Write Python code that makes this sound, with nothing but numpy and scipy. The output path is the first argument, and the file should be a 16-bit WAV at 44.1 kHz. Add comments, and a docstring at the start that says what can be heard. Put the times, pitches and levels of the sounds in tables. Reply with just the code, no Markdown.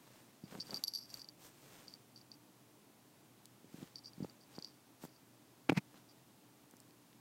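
"""A small bell, likely on a kitten's collar, jingles close by, half smothered by fur and wool: a pellet
strikes and rolls in a shell of damped modes. The kitten pokes out of a knitted blanket and ducks back in.
The knit rustles, as swells of rub and fine hiss made from slipping fibres. Contact pulses and friction noise
make the bumps, dry ticks and one late scrape of cloth on the hand-held camera and its microphone.
The place is a quiet room: low hum under shaped noise for air and microphone hiss, and no echo."""
import sys
import numpy as np
from scipy import signal
from scipy.fft import rfft, irfft, next_fast_len
from scipy.io import wavfile
from scipy.ndimage import map_coordinates

SR = 44100
rng = np.random.default_rng(int(sys.argv[2]) if len(sys.argv) > 2 else 0)


def store_wav(level_fs):
    """Save 16-bit WAV to argv[1]."""
    pcm = np.round(np.clip(np.atleast_2d(level_fs), -1, 1) * 32767)
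    wavfile.write(sys.argv[1], SR, pcm.T.astype(np.int16))


N = 317556  # length in samples

# Room air and microphone hiss, spectrum: (frequency [Hz], relative density [dB per Hz])
ROOM_SPECTRUM = [(15, -30), (25, -32), (48, -34.5), (91, -14), (104, -14), (123, -2), (157, -7.5),
                 (205, -6), (307, -4), (382, -11), (425, -10.5), (461, -13.5), (857, -14.5), (1550, -21.5),
                 (15800, -27.5)]
# Hum of a distant appliance: (frequency [Hz], mean level [dB])
HUM_TONES = [(120, -79), (298, -81)]
# Fur and wool sliding over each other: (peak time [s], half length [s], rub level [dB], fine hiss level [dB])
BLANKET_STROKES = [(0.132, 0.19, -68, -69.5), (0.542, 0.066, -59, -63.5), (0.737, 0.081, -57.5, -59),
                   (1.156, .06, -68.5, -60), (1.45, 0.047, -78, -61), (1.743, 0.21, -65, -65),
                   (3.804, 0.104, -64, -66.5), (4.244, 0.096, -67.5, -70.5), (4.553, .073, -65.5, -70),
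                   (5.039, 0.026, -63.5, -58.5), (5.965, 0.057, -67, -73)]
# Dull rub of the knit, spectrum: (frequency [Hz], relative density [dB per Hz])
KNIT_SPECTRUM = [(60, -32), (130, 0.5), (280, -3), (600, -7.5), (1200, -10.5), (2400, -13), (4000, -15.5),
                 (8000, -23.5), (15000, -84)]
# Hiss of fine fibres, spectrum: (frequency [Hz], relative density [dB per Hz])
FIBRE_SPECTRUM = [(800, 3), (2500, -2.5), (5000, 0), (9000, 0), (10500, -7.5), (13000, -1), (16000, -6)]
# Bumps on the camera body: (time [s], peak level [dB], contact sharpness [Hz])
CAMERA_BUMPS = [(0.437, -40, 232), (0.5247, -42, 1800), (0.552, -36, 1310), (0.5861, -42.5, 290),
                (0.6957, -42.5, 1500), (0.7317, -36, 1800), (3.644, -49, 447), (3.7423, -41, 308),
                (3.7846, -47, 300), (3.8268, -37, 317), (4.1794, -44.5, 220), (4.204, -34, 336),
                (4.224, -34, 200), (4.2449, -40, 520), (4.2473, -34, 745), (4.5832, -35.5, 960),
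                (5.0387, -37, 1070), (5.051, -40.5, 970), (5.6925, -21, 2630), (5.696, -14.5, 1540),
                (5.6984, -21.5, 750), (5.6986, -21.5, 235), (5.721, -23, 755), (5.7274, -29, 520),
                (5.7744, -29.5, 214), (5.788, -41, 210), (5.943, -48, 1490), (6.738, -46.5, 1550)]
# Flurries of blanket nudges: (peak time [s], half length [s], level [dB], contact sharpness [Hz])
BLANKET_NUDGES = [(.552, 0.03, -53.5, 1000), (0.744, 0.04, -53, 900), (3.816, 0.02, -54, 550),
                  (4.224, .018, -51, 547)]
# Damped modes of the camera body: (frequency [Hz], relative level [dB], T60 [s])
CASE_MODES = [(179.5, 5.5, 0.0295), (260.8, 2.5, 0.026), (450, -7, 0.013), (753, -9, 0.017),
              (1300, -3.5, 0.0055), (2100, -28, 0.0019)]
# Collar sways that set the pellet rolling: (peak time [s], half length [s], drive level [dB])
COLLAR_SWAYS = [(0.444, 0.022, -73), (0.616, 0.014, -46), (0.676, .016, -64), (0.771, .009, -54),
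                (0.878, 0.0095, -42.5), (0.903, .022, -59), (0.968, 0.026, -51), (1.033, 0.029, -57),
                (1.106, 0.015, -57), (1.207, 0.0154, -55.5), (1.895, 0.035, -67), (2.188, .028, -68),
                (2.338, 0.017, -70), (3.975, .018, -62), (4.067, 0.025, -57.5), (4.234, 0.0089, -70.5),
                (4.423, .025, -75), (4.554, 0.013, -62), (4.66, 0.035, -64.5), (4.77, 0.072, -80),
                (5.137, 0.075, -77), (6.104, .02, -68.5)]
# Lower cluster of shell modes: (nominal frequency [Hz], mean relative level [dB], share of ring time [1])
LOW_SHELL_MODES = [(4600, 2.5, 1), (4680, -2.5, 1), (4600, -20, 0.7), (5740, -9, 0.7), (5800, -17, 0.52)]
# Upper cluster of shell modes: (nominal frequency [Hz], mean relative level [dB], share of ring time [1])
HIGH_SHELL_MODES = [(11300, -4.5, 1), (11620, -0.5, 1)]
# Click of pellet on shell, spectrum: (frequency [Hz], relative density [dB per Hz])
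CLICK_SPECTRUM = [(1000, -78), (2400, -40.5), (3300, -27.5), (4000, -19.5), (4700, 8), (5100, 6.5),
                  (5600, 4), (6600, -12), (9000, -15.5), (10300, -53), (11500, -24), (15000, -36)]
# How far the wool lets the bell sound: (time [s], ring T60 [s], relative level of the upper part [dB])
BELL_FREEDOM = [(.6, 0.0282, -25), (.76, 0.039, -12.5), (.86, 0.025, -5), (.955, 0.072, -11),
                (1.04, .032, -5), (1.14, 0.028, -8), (1.25, 0.027, -16), (4.0, 0.03, -23.5),
                (4.62, 0.011, -18)]
# Hard pellet strikes on the shell: (time [s], strike strength [dB])
PELLET_STRIKES = [(0.6007, -42), (0.6057, -37.5), (.7072, -42), (0.7433, -34.5), (0.7599, -41), (.771, -41),
                  (0.8384, -27.5), (0.8804, -33.5), (.937, -37.5), (0.95, -36.5), (.9576, -37),
                  (.9736, -45), (.987, -44), (1.1415, -38.5), (1.1724, -52), (1.217, -46), (1.2444, -50.5),
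                  (1.2875, -45.5), (1.8811, -47.5), (1.9382, -47.5), (2.1604, -52.5), (2.3165, -48.5),
                  (3.9573, -41.5), (3.984, -51), (4.045, -54), (4.058, -50.5), (4.1334, -56), (4.297, -55),
                  (4.5885, -45.5), (4.6242, -42.5), (4.646, -39.5)]
# Jolt of the whole bell: (nominal frequency [Hz], mean relative level [dB], share of ring time [1])
JOLT_MODES = [(4300, -6, 1), (4200, 8, 1)]
# Tiny dry ticks: (time [s], peak level [dB], centre frequency [Hz])
DRY_TICKS = [(3.456, -42, 5900), (3.8308, -47, 3400), (5.0505, -41, 11500), (5.693, -30.5, 2380),
             (5.6967, -19.5, 2100), (5.699, -43, 13100), (5.729, -45.5, 7500), (6.711, -45, 10000),
             (6.768, -49, 7950), (6.8023, -42, 6740), (6.908, -53.5, 3480), (7.13, -53, 2480)]
# Cloth dragging over the camera: (peak time [s], half length [s], level before the bass cut [dB])
CLOTH_DRAGS = [(5.699, 0.0059, -33), (5.723, .0065, -45.5), (5.759, 0.0135, -50.5), (5.7785, 0.0081, -31.5)]
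# Cloth on the camera, spectrum: (frequency [Hz], relative density [dB per Hz])
SCRAPE_SPECTRUM = [(50, -27), (100, -3), (190, 8.5), (350, -13), (600, -15), (1000, -10), (1700, -14.5),
                   (2400, -7), (3100, -22.5), (5000, -20.5), (6500, -28.5), (9000, -33.5), (15500, -42)]

ROOM_DB = -65
REBOUND_S, REBOUND_LOSS_DB = 0.0099, 14.5  # mean spacing of bounces, and mean loss at each
TAP_DB, TAP_GROWS = -35.5, 0.37  # mean tap strength at a 0 dB sway, and dB gained per dB of sway
TOP_HZ = 15850  # the camera's band limit


def amp(db):
    """Decibels to gain."""
    return 10 ** (np.asarray(db) / 20)


def unit(x):
    """Scale to rms 1."""
    return x / np.sqrt(np.mean(x ** 2) + 1e-20)


def seconds(size):
    """A time axis [s]."""
    return np.arange(size) / SR


def fade(t, t60):
    """Exponential decay, down 60 dB after t60 seconds."""
    return np.exp(-np.log(1000) * t / t60)


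def filtered(x, response):
    """Apply a complex response, given as a function of frequency."""
    size = next_fast_len(len(x) + SR // 4)
    hz = np.fft.rfftfreq(size, 1 / SR)
    return irfft(rfft(x, size) * response(hz), size)[:len(x)]


def spectrum_gain(points, hz):
    """Gain read from (frequency [Hz], level [dB]) points on a log frequency axis."""
    f, db = np.transpose(points)
    return amp(np.interp(np.log(hz + 1), np.log(f), db))


def coloured(x, points):
    """Shape a sound by a spectrum, at rms 1."""
    return unit(filtered(x, lambda hz: spectrum_gain(points, hz)))


def causal(points, size=2048):
    """Minimum-phase pulse with this spectrum, at peak 1: its energy comes as early as possible."""
    hz = np.fft.rfftfreq(size, 1 / SR)
    cepstrum = irfft(np.log(spectrum_gain(points, hz)))
    # folding the cepstrum forward in time makes the phase minimal
    cepstrum[1:size // 2] *= 2
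    cepstrum[size // 2 + 1:] = 0
    pulse = irfft(np.exp(rfft(cepstrum)))
    return pulse / np.abs(pulse).max()


def highpass(x, edge_hz, order=4):
    """A causal bass cut."""
    return signal.sosfilt(signal.butter(order, edge_hz, "high", fs=SR, output="sos"), x)


def lowpass(x, edge_hz, order=4):
    """A causal treble cut."""
    return signal.sosfilt(signal.butter(order, edge_hz, fs=SR, output="sos"), x)


def wobble(rate):
    """A smooth random curve with this many knots a second."""
    knots = rng.standard_normal(int(N * rate / SR) + 4)
    return map_coordinates(knots, [seconds(N) * rate])


def add(track, s, sound):
    """Mix a sound in at time s."""
    start = max(round(s * SR), 0)
    track[start:start + len(sound)] += sound[:max(N - start, 0)]


def swell(s, half):
    """A movement that speeds up to its peak at time s and slows down again."""
    return np.exp(-np.minimum(((seconds(N) - s) / half) ** 2, 50))


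def swells(rows):
    """The joint strength of several movements: (peak time [s], half length [s], level [dB])."""
    return sum(amp(db) * swell(s, half) for s, half, db in rows)


def slips(rate, spread_db, smooth):
    """Catching and letting go: rate uneven impulses a second over a smooth friction noise."""
    fires = rng.random(N) < rate / SR
    sizes = rng.standard_normal(N) * amp(spread_db * rng.standard_normal(N))
    return unit(fires * sizes) + smooth * rng.standard_normal(N)


def room(waver_db=2, drift_rad=0.8):
    """Still air and microphone hiss as shaped noise, with a hum wavering in level and phase."""
    hum = np.zeros(N)
    for hz, db in HUM_TONES:
        level = amp(db + waver_db * wobble(2.3))
        phase = 2 * np.pi * hz * seconds(N) + drift_rad * wobble(6)
        hum += level * unit(np.sin(phase))
    air = coloured(rng.standard_normal(N), ROOM_SPECTRUM)
    return hum + amp(ROOM_DB) * air


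def blanket(uneven_db=1.0):
    """Sliding wool catches and slips: each stroke swells with a dull rub and a hiss of fine fibres."""
    rub, hiss = np.zeros(N), np.zeros(N)
    for s, half, rub_db, hiss_db in BLANKET_STROKES:
        speed = swell(s, half)
        rub += amp(rub_db) * speed
        hiss += amp(hiss_db) * speed
    knit = coloured(slips(rate=900, spread_db=2.5, smooth=.6), KNIT_SPECTRUM)
    fibres = coloured(slips(rate=4000, spread_db=2, smooth=1), FIBRE_SPECTRUM)
    return (rub * knit + hiss * fibres) * amp(uneven_db * wobble(60))


def thud(sharp_hz, cut_hz=104, give=0.96, grit_db=-24, grit_t60=0.051):
    """A push rings the case briefly; the springy contact passes little above its own pitch."""
    t = seconds(SR // 12)
    body = sum(amp(db) * np.cos(2 * np.pi * hz * t) * fade(t, t60) for hz, db, t60 in CASE_MODES)
    grit = amp(grit_db) * rng.standard_normal(len(t)) * fade(t, grit_t60)
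    # mass on a damped spring; give sets the damping
    spring = lambda hz: 1 / (1 - (hz / sharp_hz) ** 2 + 1j * give * hz / sharp_hz)
    push = filtered(body + grit, spring)
    push = highpass(push, cut_hz, order=3)  # the microphone drops the deep bass
    return push / np.abs(push).max()


def bumps():
    """Single blows ring the camera body; pressing wool gives flurries of nudges at chance moments."""
    out = np.zeros(N)
    nudges = slips(rate=350, spread_db=1, smooth=.35)
    for s, half, db, sharp_hz in BLANKET_NUDGES:
        flurry = unit(signal.oaconvolve(nudges, thud(sharp_hz))[:N])
        out += amp(db) * swell(s, half) * flurry
    for s, db, sharp_hz in CAMERA_BUMPS:
        add(out, s, amp(db) * thud(sharp_hz))
    return out


def ring(modes, t, t60):
    """Shell modes; where the pellet lands and rests sets their strengths and nudges their pitch."""
    detune, spread_db = .004, 1.2  # random deviations: share of the pitch, and level
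    out = np.zeros(len(t))
    for hz, db, share in modes:
        strength = amp(db + rng.normal(0, spread_db))
        pitch = hz * (1 + detune * rng.normal())
        out += strength * np.sin(2 * np.pi * pitch * t) * fade(t, t60 * share)
    return out


def rung(push, answer):
    """Drive a resonance, scaled to unit energy, with a continuous push."""
    return signal.oaconvolve(push, answer / np.linalg.norm(answer))[:N]


def rolling(upper_db=-9):
    """Rolling within the swaying bell, the pellet chatters finely and keeps the shell singing."""
    ring_share, t60 = .18, .035  # ring against click, and ring time [s]
    click = causal(CLICK_SPECTRUM)
    t = seconds(len(click))
    chatter = swells(COLLAR_SWAYS) * unit(slips(rate=1200, spread_db=1.5, smooth=.2))
    times, _, upper_dbs = np.transpose(BELL_FREEDOM)
    upper = amp(upper_db + np.interp(seconds(N), times, upper_dbs))
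    low = rung(chatter, click + ring_share * ring(LOW_SHELL_MODES, t, t60))
    high = rung(upper * chatter, ring(HIGH_SHELL_MODES, t, t60))
    return low + high


def contacts(scatter_db=2, count=3):
    """Pellet touches (time [s], strength [dB]): strikes with two rebounds, and three chance taps a sway."""
    touches = []
    for s, db in PELLET_STRIKES:
        touches.append((s, db))
        for k in range(1, count):
            flight = REBOUND_S * (k + rng.uniform(-0.34, 0.25))
            touches.append((s + flight, db - k * REBOUND_LOSS_DB + scatter_db * rng.normal()))
    for s, half, db in COLLAR_SWAYS:
        for _ in range(count):
            moment = s + half * rng.uniform(-1, 1)
            touches.append((moment, TAP_DB + TAP_GROWS * db + scatter_db * rng.normal()))
    return touches


def bell(ring_db=-2, click_db=3, wool_hz=7000, glint_db=10):
    """Each touch of the pellet clicks and rings the shell, as far as the wool lets it."""
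    clink, shimmer = np.zeros(N), np.zeros(N)
    t = seconds(SR // 12)
    click = causal(CLICK_SPECTRUM)
    # the click's top, which fur swallows along with the upper modes
    glint = amp(glint_db) * highpass(click, edge_hz=8300, order=2)
    times, ring_times, upper_dbs = np.transpose(BELL_FREEDOM)
    for s, db in contacts():
        t60 = np.interp(s, times, ring_times)
        upper_db = np.interp(s, times, upper_dbs)
        add(clink, s, amp(db + ring_db) * ring(LOW_SHELL_MODES, t, t60))
        add(clink, s, amp(db + click_db) * click)
        add(shimmer, s, amp(db + ring_db + upper_db) * ring(HIGH_SHELL_MODES, t, t60))
        add(shimmer, s, amp(db + click_db + upper_db) * glint)
    return lowpass(clink + jolts(), wool_hz, order=3) + shimmer


def jolts(firm_db=-40, jolt_db=-34, grows=1.7, t60=0.0076):
    """Strikes also jolt the whole bell, steeply more when harder; the wool stills it at once."""
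    out, t = np.zeros(N), seconds(SR // 12)
    for s, db in PELLET_STRIKES:
        extra_db = jolt_db + grows * (db - firm_db)  # on top of the strike's own strength
        add(out, s, amp(db + extra_db) * ring(JOLT_MODES, t, t60))
    return out


def ticks(q=0.83):
    """Short snaps: bursts of fading noise, each through a broad resonance."""
    out, t = np.zeros(N), seconds(SR // 30)
    for s, db, centre_hz in DRY_TICKS:
        def resonance(hz):
            """Two equal bandpass stages in a row."""
            damping = 1j * hz * centre_hz
            return (damping / (q * (centre_hz ** 2 - hz ** 2) + damping)) ** 2
        burst = rng.standard_normal(len(t)) * fade(t, t60=.005)
        snap = filtered(burst, resonance)
        add(out, s, amp(db) * snap / np.abs(snap).max())
    return out


def scrape():
    """As the kitten ducks, the cloth drags over the camera and slips off: swells of dense friction."""
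    friction = slips(rate=5000, spread_db=2, smooth=.5)
    return swells(CLOTH_DRAGS) * coloured(friction, SCRAPE_SPECTRUM)


def scene():
    """Everything is close to the one microphone, and the wool swallows all echo."""
    jingle = highpass(rolling() + bell(), edge_hz=3800)  # so small a shell cannot radiate lower
    handling = bumps() + highpass(scrape(), edge_hz=108)
    return (room() + blanket() + handling + jingle + ticks())[None]


def record(dry):
    """The camera keeps nothing above its band limit."""
    return np.array([filtered(channel, lambda hz: hz < TOP_HZ) for channel in dry])


dry = scene()
out = record(dry)
store_wav(out)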